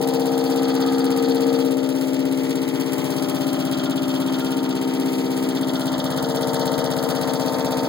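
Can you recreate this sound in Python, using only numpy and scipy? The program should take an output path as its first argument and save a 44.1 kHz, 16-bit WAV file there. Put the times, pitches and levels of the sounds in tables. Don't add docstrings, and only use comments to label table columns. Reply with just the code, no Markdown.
import sys
import numpy as np
from scipy import signal
from scipy.fft import rfft, irfft
from scipy.io import wavfile
from scipy.ndimage import uniform_filter1d

SR = 44100
rng = np.random.default_rng(int(sys.argv[2]) if len(sys.argv) > 2 else 0)


def transcribe(u):
    v = np.clip(np.atleast_2d(u).T, -1, 1)
    q = np.round(v * 32767).astype(np.int16)
    wavfile.write(sys.argv[1], SR, q)


N = 347508
TIME_S = np.arange(N) / SR
FREQ_HZ = np.maximum(np.arange(N // 2 + 1) * SR / N, 1)

# place in the cycle 0-1, strength in dB before scaling by chug.
STROKE_PULSES = [(.59, 1.0), (.84, 1.6), (.09, 0.5), (.34, -2.3)]
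# frequency in Hz, relative level in dB.
TICK_SPECTRUM = [(1000, 1.5), (2500, 1.5), (4500, 2), (6500, -3), (8600, 4.5), (10500, -1.5), (13000, -0.5),
                 (16000, 0)]


def machine(cycle, ducted, wake_repeat=0.63):
    # time in seconds, factor on the stroke dB.
    chug_path = [(0, 2), (1.4, 2), (2, 2), (2.8, 3.4), (3.6, 3.5), (4.4, 1.6), (5.6, 1.8), (7.88, 3)]
    # place in the cycle 0-1, relative level in dB.
    puffs = [(.06, 0), (.52, -13)]
    strokes = stroke_train(cycle, chug=curves(chug_path)[0])
    firing = unit(sum(undb(db) * pulses(cycle, place, scatter_db=.7, jitter_s=.0001)
                      for place, db in puffs))
    turbulence = unit(fade(strokes, decay_s=0.059) * stereo_noise(apart=0.087))
    wake = np.sqrt(wake_repeat) * eddies(cycle) + np.sqrt(1 - wake_repeat) * turbulence
    return engine(firing, strokes, ducted, wake, turbulence) + blower(cycle, ducted, wake, turbulence)


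def engine(firing, strokes, ducted, wake, turbulence):
    # frequency in Hz, width in Hz, relative level in dB.
    exhaust_modes = [(152.8, 58.6, 0)]
    muffler_modes = [(181.5, 24.7, -10), (275.65, 26.6, 2), (333.6, 84, -17.5)]
    frame_modes = [(388.2, 28.3, -0.5), (527, 10.4, -9)]
    thump = ring(firing + undb(-13) * turbulence, exhaust_modes) * path_gain("exhaust")
    muffler = ring(strokes + undb(-17) * turbulence, muffler_modes) * path_gain("muffler")
    frame = ring(ducted + undb(-7) * wake, frame_modes) * path_gain("frame")
    return place_at(thump, pan_db=5, lag_s=0.001) + place_at(muffler + frame, pan_db=4, lag_s=0.0004)


def blower(cycle, ducted, wake, turbulence):
    # frequency in Hz, width in Hz, relative level in dB.
    housing_modes = [(465, 63, 0), (507, 94, -3)]
    hose_modes = [(593, 206, 0), (638, 56.5, 5.5)]
    inlet_modes = [(797, 106, 3), (720, 46, -0.5), (853, 52, -8.5)]
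    impeller_modes = [(868.4, 68, -7), (1022.5, 20, -6)]
    mouth_modes = [(501, 75, 5.5), (612, 120, -1), (836, 28, -13)]
    # time in seconds, level in dB.
    mouth_level = [(5.2, -53), (5.9, -34.5), (6.5, -30), (7.88, -30.5)]
    housing = ring(wake, housing_modes) * path_gain("housing")
    rough = ducted + undb(-5.5) * wake
    ducts = (ring(rough, hose_modes) * path_gain("hose") + ring(rough, inlet_modes) * path_gain("inlet")
             + ring(rough, impeller_modes) * path_gain("impeller"))
    roar = ring(eddies(cycle) + undb(-4) * turbulence, mouth_modes) * undb(curves(mouth_level)[0])
    return (place_at(housing, pan_db=16, lag_s=0.00047)
            + place_at(ducts + roar, pan_db=9.5, lag_s=0.000059))


def stroke_train(cycle, chug):
    return unit(sum(undb(db * chug) * pulses(cycle, place, scatter_db=.6, jitter_s=.00004)
                    for place, db in STROKE_PULSES))


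def duct(x, late_s_per_khz):
    return irfft(rfft(x) * np.exp(-1j * np.pi * late_s_per_khz * FREQ_HZ ** 2 / 1000), N)


def eddies(cycle, size=4096):
    overtones = np.exp(2j * np.pi * rng.random(size // 2 + 1))
    overtones[::4] = 0
    return unit(np.interp(cycle % 1 * size, np.arange(size), irfft(overtones), period=size))


def hums(ducted):
    # frequency in Hz, width in Hz, relative level in dB.
    housing_note = [(460.4, 47, 0)]
    hose_note = [(597.6, 65, 0)]
    inlet_note = [(785, 38, 0)]
    impeller_note = [(904.2, 33, 0)]
    shroud_note = [(1245, 98, 0)]
    # time in seconds, level in dB, left minus right in dB.
    housing_level = [(0, -25, 5), (.8, -27, 9), (1.55, -23, 9), (1.8, -30.5, 16), (2.2, -41, 17),
                     (2.5, -32, -2), (3.1, -34, 10), (3.3, -40, -1), (4.27, -50, 0), (4.42, -36, -3),
                     (5.5, -34.5, 4), (5.95, -43, -12), (6.3, -28.5, -1), (7.88, -31.5, 9)]
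    hose_level = [(0, -59, 4), (1.2, -49, 9), (1.7, -36.5, 6.2), (2.4, -45.5, 14), (3.2, -38.5, 11),
                  (4.22, -39, 11), (4.36, -59.5, 15), (5.3, -73, 8), (5.699, -40.5, 7), (6.4, -40, 4.1),
                  (7.88, -41, 6)]
    inlet_level = [(0, -42, 3.6), (1.2, -48, 4.5), (1.8, -56, 5), (2.6, -69, 5), (3.4, -48.5, 6),
                   (4.2, -67, 5), (4.5, -50.5, 5), (6.0, -55.5, 3.3), (7.88, -52, 4)]
    impeller_level = [(0, -53, 6), (3.6, -63, 11), (4.4, -43, 8.5), (5.2, -47.5, 5), (6.2, -52, 6),
                      (6.6, -36, 5.6), (7.0, -45.5, 9.9), (7.5, -35, 4.5), (7.88, -36.5, -2)]
    shroud_level = [(0, -56, 3), (.55, -55, 0), (0.899, -49, 1), (1.3, -55, 2), (1.7, -54, 5),
                    (2.8, -64, 0), (3.3, -49.5, 0), (5.198, -53, 0), (7.88, -54, 0)]

    def hum(note, level, lag_s):
        db, pan_db = curves(level)
        return ports(ring(ducted, note) * undb(db), pan_db, lag_s)
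    return (hum(housing_note, housing_level, lag_s=0.00024)
            + hum(hose_note, hose_level, lag_s=0.00053)
            + hum(inlet_note, inlet_level, lag_s=0.0001)
            + hum(impeller_note, impeller_level, lag_s=0.0001)
            + hum(shroud_note, shroud_level, lag_s=0.00003))


def gas_and_air(cycle):
    # place in the cycle 0-1, relative flow in dB.
    gas_flow = [(0, 0), (.07, 1.5), (.15, 2.5), (.28, 2.5), (.35, 2.5), (.45, -1.5), (.6, 4), (.75, -2.5),
                (.9, -3)]
    # frequency in Hz, relative level in dB.
    air_spectrum = [(500, 3), (950, 7), (1250, 1.5), (1450, -6.5), (1800, -4.5), (2400, -6.5), (3200, -4),
                    (6000, -80)]
    rasp_spectrum = [(1200, 2.5), (2200, -1.5), (2800, 11.5), (3400, 3.5), (4700, 5), (5600, 1.5),
                     (7000, -2.5), (9000, -7), (11000, -19), (16000, -5)]
    flow_db = np.interp(cycle, *np.transpose(gas_flow), period=1)
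    rush = clatter(cycle, repeat=.82, apart=1)
    hiss = clatter(cycle, repeat=.65, apart=.85)
    surge = undb(1.1 * np.cos(2 * np.pi * (len(STROKE_PULSES) * cycle - .3)))
    air = colour(rush * surge * undb(0.081 * flow_db + 3 * walk(250)), air_spectrum)
    rasp = colour(hiss * undb(1.25 * flow_db + 1.1 * walk(25) + 1.9 * walk(400)), rasp_spectrum)
    return air * path_gain("air") + rasp * path_gain("rasp")


def valve_gear(cycle):
    # place in the cycle 0-1, relative level in dB, decay in seconds.
    clicks = [(.005, -6, 0.0073), (0.034, 0, 0.0047), (.19, -0.5, 0.0067), (0.723, -9, 0.002)]
    knocks = sum(undb(db) * fade(pulses(cycle, place, scatter_db=2.3, jitter_s=.0004), decay_s)
                 for place, db, decay_s in clicks)
    metal = clatter(cycle, repeat=.25, apart=.95)
    return colour(knocks * metal, TICK_SPECTRUM) * path_gain("valves")


def valve_clacks():
    # start in seconds, relative level in dB.
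    clacks = [(0.0732, -22), (0.1968, -27), (0.2563, -33), (0.3778, -22.5), (0.9827, -23.5), (2.9213, -26),
              (3.2236, -23.5), (5.7952, -29), (7.1114, -25)]
    start_s, db = np.transpose(clacks)
    knocks = fade(np.bincount((start_s * SR).astype(int), undb(db), N), decay_s=0.0026)
    return knocks * colour(stereo_noise(apart=1), TICK_SPECTRUM) * undb(-4.5)


def sheet_metal(cycle):
    # frequency in Hz, width in Hz, relative level in dB.
    shroud_modes = [(1230, 140, -3), (4950, 1640, 10)]
    guard_modes = [(1398, 24.6, 16), (1564, 170, -7.5), (3205, 940, 4)]
    fin_modes = [(1242, 140, 7), (1576, 246, -5.5), (1894, 340, -4.5)]
    blows = pulses(cycle, place=0.3, scatter_db=1, jitter_s=0.0012)
    burst = fade(fade(blows, decay_s=0.0026), decay_s=0.0065)
    metal = clatter(cycle, repeat=.7, apart=.75)
    chatter = metal * (unit(burst) + 0.35)
    rasp = metal * (unit(fade(stroke_train(cycle, chug=0.18), decay_s=0.0072)) + 0.27)
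    shroud = ring(chatter, shroud_modes) * path_gain("shroud")
    guard = ring(chatter, guard_modes) * path_gain("guard")
    fins = ports(ring(rasp, fin_modes) * path_gain("fins"), pan_db=np.zeros(N), lag_s=0.00008)
    return shroud + guard + fins


def valve_cover(cycle):
    # frequency in Hz, width in Hz, relative level in dB.
    cover_modes = [(3304, 180, 3), (3680, 160, -0.5), (4330, 240, 2), (4730, 200, 0.5)]
    blows = pulses(cycle, place=.36, scatter_db=1.5, jitter_s=.0015)
    metal = clatter(cycle, repeat=.75, apart=.7)
    shake = unit(fade(fade(blows, decay_s=.0015), decay_s=.009)) + .8
    return ring(shake * metal, cover_modes) * path_gain("cover")


def clatter(cycle, repeat, apart):
    rattle = stereo_noise(apart)[:, :SR // 16]
    blows = pulses(cycle, place=0, scatter_db=1, jitter_s=.00002)
    metal = unit(signal.fftconvolve(blows[None], rattle)[:, :N])
    return np.sqrt(repeat) * metal + np.sqrt(1 - repeat) * stereo_noise(apart)


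def band_swings(x, size=4096):
    # centre time in seconds, half length in seconds, frequency in Hz, slide in Hz per second,
    # half width in Hz, left gain in dB, right gain in dB.
    spots = [(0.9, 2.4, 145, 38, 24.4, -3, -4), (1.04, 0.26, 632, 41, 66.96, -11, -7),
             (1.308, 2.3, 1076, -58, 92, -8, -5.5), (2.1, 0.53, 830, 108, 85, -3, 1),
             (2.498, 0.84, 2110, 0, 382, 10.5, -4), (3.9, 2.4, 3200, 0, 300, 9, -10),
             (2.6, 0.49, 194, 2, 31, 0, -8), (3.006, 0.4, 256, 3, 30, -2, -8),
             (2.95, 0.5, 385, 3, 40, 3, 6), (2.8, 0.37, 640, 6.5, 140, -4, -20),
             (3.59, 0.27, 910, 29, 62.59, -5, -8), (3.852, 1.5, 468, -37, 50.6, -4.5, 10),
             (4.9, 0.38, 617, -26, 29.3, -1, -19), (5.044, 0.41, 594, 86, 89.81, 1, -8),
             (5.215, 0.53, 2140, 2, 376, 10.5, 0), (5.2, 0.33, 510, 2, 40, -6, 5),
             (5.962, 0.17, 440, -250, 67, -18, 0), (6.4, 0.66, 2530, 0, 313, -21, -49),
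             (7.047, 0.74, 283, -45, 97, 1.5, -17), (7.625, 0.77, 367, 8, 37.8, -3, -9),
             (7.6, 0.46, 248, 0, 44.7, 3, 1), (7.65, 0.33, 3000, 0, 220, -13, -12)]
    bin_hz, frame_s, frames = signal.stft(x, SR, nperseg=size)
    for at_s, half_s, hz, slide_hz_per_s, half_hz, left_db, right_db in spots:
        offset = (bin_hz[:, None] - hz - slide_hz_per_s * (frame_s - at_s)) / half_hz
        inside = np.exp(-offset ** 2 - ((frame_s - at_s) / half_s) ** 2)
        frames = frames * undb([left_db * inside, right_db * inside])
    return signal.istft(frames, SR, nperseg=size)[1][:, :N]


def breeze():
    # frequency in Hz, relative level in dB.
    rumble_spectrum = [(10, 3), (30, 4), (50, -26), (80, -25), (120, 7), (300, -12.5)]
    gusts_db = 2.5 * walk(9)
    return colour(stereo_noise(apart=1), rumble_spectrum) * undb(-46.5 + gusts_db)


def path_gain(part):
    # time in seconds, distance in metres, bearing in degrees.
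    path = [(0, 0.98, 1.3), (.85, 0.59, 30), (1.55, 0.76, 33), (1.85, 1.38, 94), (2.3, 1.38, 94),
            (3.1, 1.12, 140), (4.05, 0.86, 108), (4.5, 0.85, 89), (5.3, 0.95, 59), (5.7, 0.82, 109),
            (6.5, 0.64, 157), (7.88, 0.64, 168)]
    radiation = {"exhaust": (-37, 1.5, 149, 3), "muffler": (-23, 1.5, 68, 1.5),
                 "frame": (-32.5, -1, 46, 1.5), "housing": (-34.5, -3.5, 21, 4),
                 "hose": (-35, -0.5, 157, 2.5), "inlet": (-37, 1.5, 179, 3.5),
                 "impeller": (-42, -3, 153, 3), "air": (-40.5, 6.5, 136, 2.5), "rasp": (-42.5, 1, 154, 0.5),
                 "valves": (-42, 1, 160, 1.36), "shroud": (-50.5, 4.5, -25, 2.5),
                 "fins": (-51, 12, 43, 0.5), "cover": (-55.5, 3.5, 23, 9), "guard": (-53.5, 13.5, 108, 8)}
    distance_m, bearing_deg = curves(path)
    db, falloff_db, axis_deg, lobe_db = radiation[part]
    lobe = np.cos(2 * np.radians(bearing_deg - axis_deg))
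    return undb(db - falloff_db * np.log2(distance_m) + lobe_db * lobe)


def place_at(x, pan_db, lag_s):
    # time in seconds, added left minus right in dB.
    camera_turn = [(0, 1), (.9, -1.5), (1.4, 1), (1.8, 4.5), (2.4, 2), (3.2, 2), (3.9, 0.5), (5.7, -0.5),
                   (6.8, -3), (7.88, -7.5)]
    return ports(x, pan_db + curves(camera_turn)[0], lag_s)


def ports(x, pan_db, lag_s):
    gains = undb(np.array([pan_db, -pan_db]) / 2)
    shift = np.exp(1j * np.pi * FREQ_HZ * lag_s * np.array([[1], [-1]]))
    return irfft(rfft(x) * shift, N) * gains / gains.mean(axis=0)


def pulses(cycle, place, scatter_db, jitter_s):
    counts = np.arange(-1, 132)
    jitter, scatter = rng.standard_normal((len(counts), 2)).T
    due_s = np.interp(counts + place, cycle, TIME_S, left=-1, right=-1)
    at = (due_s + jitter_s * jitter) * SR
    inside = (at >= 0) & (at < N)
    return np.bincount(at[inside].astype(int), undb(scatter_db * scatter[inside]), N)


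def ring(x, modes):
    response = sum((-1) ** k * undb(db) / (1 + 1j * (FREQ_HZ ** 2 - hz ** 2) / (FREQ_HZ * width_hz)) ** 2
                   for k, (hz, width_hz, db) in enumerate(modes))
    return unit(irfft(rfft(x) * response, N))


def colour(x, spectrum):
    hz, db = np.transpose(spectrum)
    return unit(irfft(rfft(x) * undb(np.interp(np.log(FREQ_HZ), np.log(hz), db)), N))


def fade(x, decay_s):
    return signal.lfilter([1], [1, -np.exp(-1 / (decay_s * SR))], x)


def stereo_noise(apart):
    mid, side = rng.standard_normal((2, N))
    return unit(mid + apart * side * np.array([[1], [-1]]))


def walk(rate_hz):
    hold = int(SR / rate_hz)
    held = np.repeat(rng.standard_normal(N // hold + 1), hold)
    return unit(uniform_filter1d(uniform_filter1d(held, hold), hold)[:N])


def curves(table):
    at_s, *columns = np.transpose(table)
    return [np.interp(TIME_S, at_s, column) for column in columns]


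def undb(db):
    return 10 ** (np.asarray(db) / 20)


def unit(x):
    return x / np.sqrt(np.mean(x ** 2))


def scene():
    # time in seconds, four-stroke cycles per second.
    speed = [(0, 16.454), (1.04, 16.594), (1.18, 16.463), (1.6, 16.536), (2.33, 16.556), (2.63, 16.389),
             (3.0, 16.491), (3.89, 16.288), (4.1, 16.475), (4.74, 16.244), (4.99, 16.347), (5.83, 16.245),
             (5.99, 16.309), (7.26, 16.159), (7.5, 16.067), (7.88, 16.215)]
    cycle = .787 + np.cumsum(curves(speed)[0]) / SR + .0007 * walk(7)
    ducted = duct(stroke_train(cycle, chug=.35), late_s_per_khz=.022)
    metalwork = sheet_metal(cycle) + valve_gear(cycle) + valve_cover(cycle) + valve_clacks()
    return band_swings(machine(cycle, ducted) + gas_and_air(cycle)) + hums(ducted) + metalwork + breeze()


def record(dry, top_hz=15800):
    delay = np.exp(-2j * np.pi * FREQ_HZ * 16 / SR)
    crossfeed = np.interp(FREQ_HZ, [800, 1350, 2500], [0, .78, .98])
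    spectrum = rfft(dry) / np.sqrt(1 + (76 / FREQ_HZ) ** 4)
    wide = irfft(spectrum - crossfeed * delay * spectrum[::-1], N)
    return signal.sosfilt(signal.ellip(10, .2, 70, top_hz, fs=SR, output="sos"), wide)


dry = scene()
out = record(dry)
transcribe(out)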